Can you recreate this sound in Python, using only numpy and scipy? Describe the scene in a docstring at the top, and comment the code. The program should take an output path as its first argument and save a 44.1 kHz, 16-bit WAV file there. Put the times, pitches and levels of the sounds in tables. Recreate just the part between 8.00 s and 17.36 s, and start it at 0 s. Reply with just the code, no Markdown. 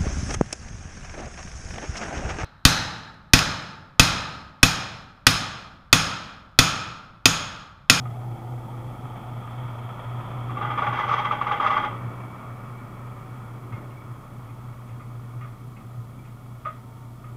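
"""A standing engine drones and throbs while a heavy diesel truck crawls closer over a dirt lot.
We listen from beside a chained load. The truck's motor puffs, knocks and whines, its tyres grind
the dirt, and loose steel rattles hard as it draws level. Then the motor fades behind the load,
its low trailer clanks over the ruts and chain links clink. The drone goes on throughout."""
import sys
import numpy as np
from scipy import signal
from scipy.fft import rfft, irfft, next_fast_len
from scipy.io import wavfile
from scipy.ndimage import uniform_filter1d

SR = 44100
rng = np.random.default_rng(int(sys.argv[2]) if len(sys.argv) > 2 else 0)


def int16_out(signal):
    """Quantize to a 16-bit WAV file."""
    q = np.round(np.clip(np.atleast_2d(signal).T, -1, 1) * 32767)
    wavfile.write(sys.argv[1], SR, q.astype(np.int16))


N = 412776
TIME = np.arange(N) / SR


def from_db(db):
    """Turn decibels into a factor to multiply by."""
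    return 10 ** (np.asarray(db) / 20)


def rms_one(x):
    """Scale a sound so that its average strength (rms) is 1."""
    return x / np.sqrt(np.mean(x ** 2) + 1e-20)


def in_time(rows):
    """Join a table's timed points into one curve per column, with rounded corners."""
    s, *columns = np.transpose(rows)
    return [uniform_filter1d(np.interp(TIME, s, c), size=SR // 50, mode="nearest") for c in columns]


def bumps(rows):
    """Smooth swells and dips, in dB."""
    return sum(db * np.exp(-((TIME - s) / half_s) ** 2) for s, db, half_s in rows)


def drift(rate_hz):
    """A random wander of typical size 1; a higher rate wanders faster."""
    r = np.exp(-80 * np.pi * rate_hz / SR)
    slow = signal.lfilter([1], [1, -2 * r, r * r], rng.standard_normal(N // 40 + 2002))[2000:]
    return np.interp(np.arange(N) / 40, np.arange(len(slow)), rms_one(slow))


def coloured_noise(spectrum, flutter=1):
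    """Noise, made to flutter if asked, then shaped to the given spectrum; rms 1."""
    hz, db = np.transpose(spectrum)
    size = next_fast_len(N)
    bins = np.maximum(np.fft.rfftfreq(size, 1 / SR), 1)
    gain = from_db(np.interp(np.log(bins), np.log(hz), db))
    noise = flutter * rng.standard_normal(N)
    return rms_one(irfft(rfft(noise, size) * gain, size)[:N])


def wavering(hz, width_hz):
    """A narrow band of noise around a moving pitch."""
    phase = 2 * np.pi * np.cumsum(hz) / SR
    return drift(width_hz) * np.sin(phase) + drift(width_hz) * np.cos(phase)


def resonance(x, hz, width_hz):
    """Let through only the sound near one pitch."""
    r = np.exp(-np.pi * width_hz / SR)
    feedback = [1, -2 * r * np.cos(2 * np.pi * hz / SR), r * r]
    return signal.lfilter(np.array([1, 0, -1]) * (1 - r * r) / 2, feedback, x)


def ring(x, hz, ring_s):
    """Each click starts a tone that fades by 60 dB in ring_s."""
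    r, w = from_db(-60 / (ring_s * SR)), 2 * np.pi * hz / SR
    return signal.lfilter([0, np.sin(w)], [1, -2 * r * np.cos(w), r * r], x + 1e-18)


def shaken(force, resonances):
    """A body sounds at its resonances when shaken at random with the given strength."""
    out = 0
    for hz, width_hz, db in resonances:
        shake = force * (rng.random(N) - .5) + 1e-18
        band = resonance(shake, hz, 1.5 * width_hz)
        out = out + from_db(db) * resonance(band, hz, 1.5 * width_hz)  # twice, for steep sides
    return rms_one(out) * np.sqrt(np.mean(force ** 2))


def dying(clicks, decay_s):
    """Each click becomes a jump in level that dies away."""
    return signal.lfilter([1], [1, -np.exp(-1 / (decay_s * SR))], clicks + 1e-18)


def hidden(from_s=2.4, takes_s=2.2):
    """How far the load has come between motor and listener, from 0 to 1."""
    return np.clip((TIME - from_s) / takes_s, 0, 1)


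def passing(nearest_s, level_db, shadow_db, spread_db, gap_m=3.4, speed_m_per_s=2.67):
    """Gain of a passing part: it loses spread_db per tenfold distance and shadow_db behind the load."""
    distance_m = np.hypot(gap_m, speed_m_per_s * (TIME - nearest_s))
    return from_db(level_db - spread_db * np.log10(distance_m / gap_m) - shadow_db * hidden())


def screened(loss_db, from_s=0.52, takes_s=1.0):
    """Gain of a forward-facing part, quieter until the truck's nose swings into the open."""
    return from_db(-loss_db * np.clip(1 - (TIME - from_s) / takes_s, 0, 1))


def standing_engine(turns_hz=30.004):
    """An engine at steady speed booms at four times its turning rate; nearby tones make it throb."""
    # The boom's slow rise and fall. Each row: time in seconds, level in dB.
    boom_levels = [(0, -33), (1.15, -39), (1.7, -35.5), (2.0, -36.5), (2.55, -33), (3.0, -35.5),
                   (3.65, -47), (3.95, -37), (4.3, -40.5), (6.3, -40.5), (7.3, -39.5), (9.0, -44.5),
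                   (9.36, -40)]
    # Its brief swells and dips. Each row: time in seconds, change in dB, half length in seconds.
    swells = [(0.394, -6, .04), (0.546, 3.5, 0.044), (1.948, -5, .05), (2.9, 4, 0.026), (2.98, -6, 0.037),
              (4.065, 5.5, 0.033), (5.743, 12, .018), (6.27, -8, .07), (7.373, 8, 0.048),
              (7.794, -4, 0.069), (7.995, 9, 0.034)]
    # Tones beside the boom. Each row: pitch in Hz, relative level in dB, first throb in seconds.
    throb_tones = [(123.78, -12, .008), (111.39, -15.5, .094), (115, -18.5, .128), (105, -19, .063)]
    # The engine's weaker tones. Each row: multiple of the turning rate, level in dB.
    hum_tones = [(1, -57), (2, -58.5), (3, -60), (5, -55.5), (7, -63.5), (8, -61), (22, -67), (25, -67)]
    level_db, = in_time(boom_levels)
    boom_hz = 4 * turns_hz
    cycles = boom_hz * TIME + 0.075 * drift(5.3)
    boom = from_db(0.72 + bumps(swells) + 1.7 * drift(25)) * np.sin(2 * np.pi * cycles)
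    throbs = sum(from_db(db) * np.sin(2 * np.pi * (cycles + (hz - boom_hz) * (TIME - s)))
                 for hz, db, s in throb_tones)
    hum = sum(from_db(db + 1.5 * drift(3)) * np.sin(2 * np.pi * (k * turns_hz * TIME + rng.random()))
              for k, db in hum_tones)
    return np.sqrt(2) * (from_db(level_db) * (boom + throbs) + hum)


def exhaust(firings):
    """Each firing puffs from the pipe; the puffs blend into tones that change as the cab goes by."""
    # Each row: multiple of the firing rate, level from the front in dB, level from behind in dB.
    tones = [(1, -14, -36), (2, -19, -12.5), (3, -15, -12), (4, -25, -19.5), (6, -10.5, -18.5),
             (9, -16, -20.5), (12, -15, -20.5), (13, -7, -26), (14, -38, -16.5), (16, -27, -23)]
    behind = hidden()
    out = 0
    for multiple, front_db, back_db in tones:
        gain = from_db(front_db + behind * (back_db - front_db) + 4.3 * drift(2.7))
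        cycles = multiple * (firings + 0.0048 * drift(5.2)) + rng.random()
        out = out + gain * np.sin(2 * np.pi * cycles)
    return passing(nearest_s=4, level_db=-41.5, shadow_db=2.5, spread_db=16) * np.sqrt(2) * out


def cylinder_knock(firings):
    """A pulsing gain from six cylinders of uneven loudness; it smears once the motor has passed."""
    cylinder_db = np.array([1.5, -5, -4, -1.0, -4, -7.5])
    strength = from_db(cylinder_db[firings.astype(int) % 6] + 3.2 * np.tanh(drift(44)))
    pulses = rms_one(strength * np.exp(-(firings % 1) / 1.14))
    depth = .3 - .1 * hidden()
    return (1 + depth * (pulses - pulses.mean())) * from_db(1.08 * np.tanh(drift(6.6)))


def rumble():
    """The moving truck makes a deep, even noise."""
    # Each row: frequency in Hz, relative level in dB.
    spectrum = [(25, -19), (45, -18), (70, -8.5), (100, -1.5), (130, 3.5), (165, -1.5), (240, -0.5),
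                (320, -6), (420, -9), (600, -19.5), (900, -30), (2000, -48)]
    return passing(nearest_s=2, level_db=-41.5, shadow_db=-1, spread_db=12.5) * coloured_noise(spectrum)


def fan_roar(knock):
    """The fan's rush of air pulses with the cylinders."""
    # Each row: frequency in Hz, relative level in dB.
    spectrum = [(250, -1), (350, -7), (470, 2.5), (640, 5), (760, 3), (900, 5.5), (1080, -5), (1400, -17),
                (2000, -32), (4000, -42)]
    gain = passing(nearest_s=3.5, level_db=-42.5, shadow_db=5.5, spread_db=17.5)
    return gain * coloured_noise(spectrum, flutter=knock)


def growl(knock, start_hz=768, rise_hz_per_s=84, top_hz=976):
    """A rough, narrow band of the truck's roar rises in pitch, then fades behind the load."""
    hz = np.minimum(start_hz + rise_hz_per_s * TIME, top_hz)
    gain = passing(nearest_s=1, level_db=-49, shadow_db=27, spread_db=-13)
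    return gain * knock * wavering(hz, width_hz=130)


def casing_clatter(knock):
    """The firings knock on the motor's casing and make it ring."""
    # Each row: pitch in Hz, width in Hz, level from the front in dB, level from behind in dB.
    casing = [(1113, 207, -5, -2), (1252, 121, 4, 0), (1418, 14, -1, -1.5), (1853, 360, -12.5, -15),
              (2242, 96, -8.5, -10.5), (2514, 380, -18, -22)]
    behind = hidden()
    force = passing(nearest_s=3.5, level_db=-41, shadow_db=3, spread_db=19) * screened(3.5) * knock
    front = shaken(force * np.sqrt(1 - behind), [(hz, width, db) for hz, width, db, _ in casing])
    back = shaken(force * np.sqrt(behind), [(hz, width, db) for hz, width, _, db in casing])
    return front + back


def injector_rasp(knock):
    """The fuel injectors add a high rasp in step with the firings."""
    # Each row: pitch in Hz, width in Hz, relative level in dB.
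    resonances = [(3172, 180, 2), (3347, 160, 4)]
    gain = passing(nearest_s=3.5, level_db=-57, shadow_db=11, spread_db=8)
    return shaken(gain * screened(6.5) * knock, resonances)


def gear_whine(firing_hz, peak_s=4.2, peak_db=-59.5, rise_db_per_s=20, fall_db_per_s=10.5):
    """The gears whine in step with the motor, loudest as the drive axles go by."""
    since = TIME - peak_s
    level_db = peak_db + np.minimum(rise_db_per_s * since, -fall_db_per_s * since)
    return from_db(level_db) * wavering(36.8 * firing_hz, width_hz=28)


def passing_truck():
    """The diesel slowly speeds up, and its firings set the pace for its parts."""
    # The motor's speed. Each row: time in seconds, firings per second.
    speed = [(0, 57.6), (.6, 56.9), (1.6, 57.3), (2.8, 59), (4.1, 61.8), (4.7, 62.3), (5.2, 63.3),
             (7.3, 63.8), (9.36, 65.3)]
    # The low sounds dip as the nose comes into view.
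    # Each row: time in seconds, change in dB, half length in seconds.
    dips = [(1.78, -5, 0.51)]
    firing_hz, = in_time(speed)
    firings = np.cumsum(firing_hz * (1 + 0.0018 * drift(3.05))) / SR  # a running count
    puffs = exhaust(firings)
    knock = cylinder_knock(firings)
    low = from_db(bumps(dips)) * (rumble() + puffs)
    motor = low + fan_roar(knock) + growl(knock) + casing_clatter(knock) + injector_rasp(knock)
    return motor + gear_whine(firing_hz)


def trailer_clanks(knock=0.64, scuff=0.79, frame_db=-3.0, contact_hz=3200, buzz_db=-21.0, buzz_s=0.054):
    """Each rut gives the frame a dull knock and a short scuff; it rings, and loose parts buzz."""
    # Each row: start in seconds, strength in dB, brightness in dB per octave, scuff time in seconds.
    clanks = [(0.053, -34, 4, 0.014), (5.723, -32.5, 5, .03), (5.752, -40, 0, 0.045),
              (5.79, -41, -16.5, 0.032), (5.905, -45, 13, 0.017), (6.489, -49.5, 21, 0.018),
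              (6.89, -51, 22, .03), (6.996, -41.5, 10, 0.022), (7.41, -34.5, 9.5, 0.028),
              (7.446, -38, -4, 0.0091), (7.765, -45.5, 17, .035), (8.249, -49, 19, .03),
              (8.650, -31.5, 8, 0.005), (8.656, -22.5, -7.5, 0.033), (9.239, -37, 3, 0.059)]
    # The frame's own tones. Each row: pitch in Hz, relative level in dB, ring time in seconds.
    frame_tones = [(581, -18.5, 0.39), (627, -23.5, 0.14), (660, -19, 0.11), (1192, -4, 0.12),
                   (1245, -5, 0.13), (1254, -1, 0.12), (1460, -23, 0.14), (1434, -10.5, 0.11),
                   (1700, -27, 0.14), (2014, -21, 0.13), (2176, -16, 0.088), (2440, -25, 0.077),
                   (2557, -25.5, 0.092), (2800, -29, .12)]
    # The buzzing parts. Each row: pitch in Hz, width in Hz, relative level in dB.
    loose_parts = [(1210, 350, 2.5), (1960, 330, 0.5), (2500, 270, -11), (3320, 300, -10.5)]
    ringing, jolts = np.zeros(N), np.zeros(N)
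    age = np.arange(SR // 6) / SR
    for hz, tone_db, ring_s in frame_tones:
        force = np.zeros(N + len(age))
        for s, db, bright_db, scuff_s in clanks:
            fade = np.exp(-age / scuff_s) * np.sqrt(2 / (scuff_s * SR))
            push = scuff * rng.standard_normal(len(age)) * fade
            push[0] = knock * np.sign(rng.standard_normal())
            start = round(s * SR)
            force[start:start + len(age)] += push * from_db(db + tone_db + bright_db * np.log2(hz / 1270))
            jolts[start] = from_db(db + buzz_db + bright_db / 2)
        # the soft contact feeds each tone only near its own pitch
        ringing += ring(resonance(force[:N], hz, hz / 4), hz, ring_s)
    soften = signal.butter(4, contact_hz, fs=SR, output="sos")
    frame = from_db(frame_db) * signal.sosfilt(soften, ringing)
    return frame + shaken(dying(jolts, buzz_s), loose_parts)


def tyres(grain_db=1.5):
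    """The tyres grind the dirt in a slow surge as each set of axles rolls by."""
    # Each row: time in seconds, level in dB, half length in seconds.
    axles = [(2.658, -44, 0.34), (3.8, -44, .45), (5.75, -47.5, 0.25), (9.3, -56.5, .3)]
    # The grinding noise. Each row: frequency in Hz, relative level in dB.
    spectrum = [(100, -20), (190, -1.5), (280, 4.5), (440, -2), (570, -4), (750, -6), (1050, -3.5),
                (1500, -24), (4000, -45)]
    surges = sum(from_db(db) * np.exp(-((TIME - s) / half_s) ** 2) for s, db, half_s in axles)
    return surges * from_db(grain_db * drift(25)) * coloured_noise(spectrum)


def rattling_steel(clack_hz=1190, contact_s=0.0041, chatter_s=0.021, tail_s=0.078, light_per_s=4):
    """Loose steel strikes with a short clack and a rebound, then chatters as it settles."""
    # Each row: start in seconds, hardness in dB, chatter strength in dB.
    hard_blows = [(2.494, -20.5, -43.5), (2.569, -18.5, -40.5), (2.611, -17.5, -35), (2.647, -15.5, -37.5),
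                  (2.7, -16, -33.5), (2.774, -13.5, -32), (2.788, -15, -36), (2.818, -11.5, -29),
                  (2.864, -17, -30.5), (2.925, -15.5, -32), (2.966, -19, -35), (2.987, -10, -28.5),
                  (2.998, -15, -42), (3.037, -15, -34), (3.078, -15, -29), (3.093, -10.5, -32),
                  (3.112, -8, -35), (3.124, -10.5, -28.5), (3.137, -12, -31.5), (3.18, -13, -28.5),
                  (3.246, -12, -30), (3.31, -8.5, -29), (3.412, -9.5, -33), (3.466, -12.5, -31),
                  (3.511, -10, -28), (3.599, -10, -30), (3.621, -14, -33), (3.662, -7.5, -26),
                  (3.704, -9.5, -28.5), (3.733, -25, -36), (3.765, -8, -29.5), (3.837, -13, -31.5)]
    # How hard the steel is shaken. Each row: time in seconds, level in dB, relative sizzle in dB.
    shaking = [(2.4, -60, -39), (2.6, -40, -39), (3.15, -36, -30.5), (3.38, -39, -38), (3.72, -29.5, -34),
               (3.86, -32, -36), (3.95, -73, -42), (4.1, -88, -40)]
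    # The steel's resonances. Each row: pitch in Hz, width in Hz, relative level in dB.
    steel = [(460, 117, -16.5), (609, 34, -10.5), (826, 49, -0.5), (943, 117, -8), (1164, 76, 0),
             (1241, 14, 2), (1419, 44, -6.5), (1512, 36, -9.5), (1700, 250, -18), (2004, 31, -9),
             (2154, 307, -15.5), (2720, 45, -18), (2995, 130, -24.5), (3220, 58, -15), (3345, 110, -19.5),
             (3670, 72, -28.5)]
    # Its high, sizzling resonances, with the same columns.
    high_steel = [(3830, 650, 6), (4830, 820, 4.5), (6080, 460, 3)]
    shaking_db, sizzle_db = in_time(shaking)
    # light blows fall at random between the hard ones
    is_shaking = (TIME > shaking[0][0]) & (TIME < shaking[-1][0])
    light_starts = np.flatnonzero((rng.random(N) < light_per_s / SR) & is_shaking)
    blows = list(hard_blows) + [(i / SR, shaking_db[i] + 11, shaking_db[i]) for i in light_starts]
    hardest_db = max(row[1] for row in hard_blows)
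    age = np.arange(SR // 40) / SR
    clacks, jolts = np.zeros(N), np.zeros(N)
    variations = rng.uniform(-1, 1, (200, 4))
    for (s, hard_db, chatter_db), (detune, length, late, phase) in zip(blows, variations):
        start = round(s * SR)
        contact = age / (contact_s * (1 + .15 * length))
        swell = contact * np.exp((1 - contact ** 3) / 3)
        rebound = .3 * np.exp(-((age - .011 - .002 * late) / .002) ** 2)
        tone = np.sin(2 * np.pi * clack_hz * (1 + 0.039 * detune) * age + np.pi * phase)
        clack_db = -11.5 - 1.18 * (hardest_db - hard_db)  # soft blows hardly clack
        clacks[start:start + len(age)] += from_db(clack_db) * (swell + rebound) * tone
        jolts[start] += from_db(chatter_db)
    chatter_power = dying((from_db(7) * jolts) ** 2, chatter_s / 2)
    tail_power = dying((from_db(-1) * jolts) ** 2, tail_s / 2)
    # the chatter takes a few milliseconds to build up; between blows the steel keeps shivering
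    power = dying(chatter_power + tail_power, .004) / (.004 * SR) + from_db(shaking_db) ** 2
    force = np.sqrt(power) * from_db(1.3 * drift(120))
    sizzle = shaken(force * from_db(sizzle_db), high_steel)
    return clacks + shaken(force, steel) + sizzle


def chain_clinks(ring_s=0.16, gain_db=-9.5):
    """A chain link taps its neighbour and rings briefly."""
    # Each row: start in seconds, tap strength in dB, pitch in Hz.
    clinks = [(5.735, -34, 2140), (5.757, -50, 2140), (5.835, -51, 2210), (5.97, -40, 2260),
              (6.005, -41, 2250), (6.03, -52, 2350), (8.19, -43.5, 2320)]
    out = np.zeros(N)
    for s, db, hz in clinks:
        tap = np.zeros(N)
        tap[round(s * SR)] = from_db(db + gain_db)
        out += ring(resonance(tap + 1e-18, hz, hz / 8), hz, ring_s)
    return out


def scene():
    """Both engines, the tyres, the steel, the trailer and the chain in the open air, on one channel."""
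    engines = standing_engine() + passing_truck()
    return (engines + tyres() + rattling_steel() + trailer_clanks() + chain_clinks())[None]


def record(dry, hiss_db=-62.0, cutoff_hz=15550):
    """The microphone adds an even hiss, and the highest treble is cut."""
    # The hiss. Each row: frequency in Hz, relative level in dB.
    spectrum = [(100, 0), (3000, 1), (6000, -2), (10000, -0.89), (13000, -1.6), (16000, -1.7)]
    hiss = from_db(hiss_db) * coloured_noise(spectrum)
    return signal.sosfilt(signal.ellip(12, .1, 80, cutoff_hz, fs=SR, output="sos"), dry + hiss)


dry = scene()
out = record(dry)
int16_out(out)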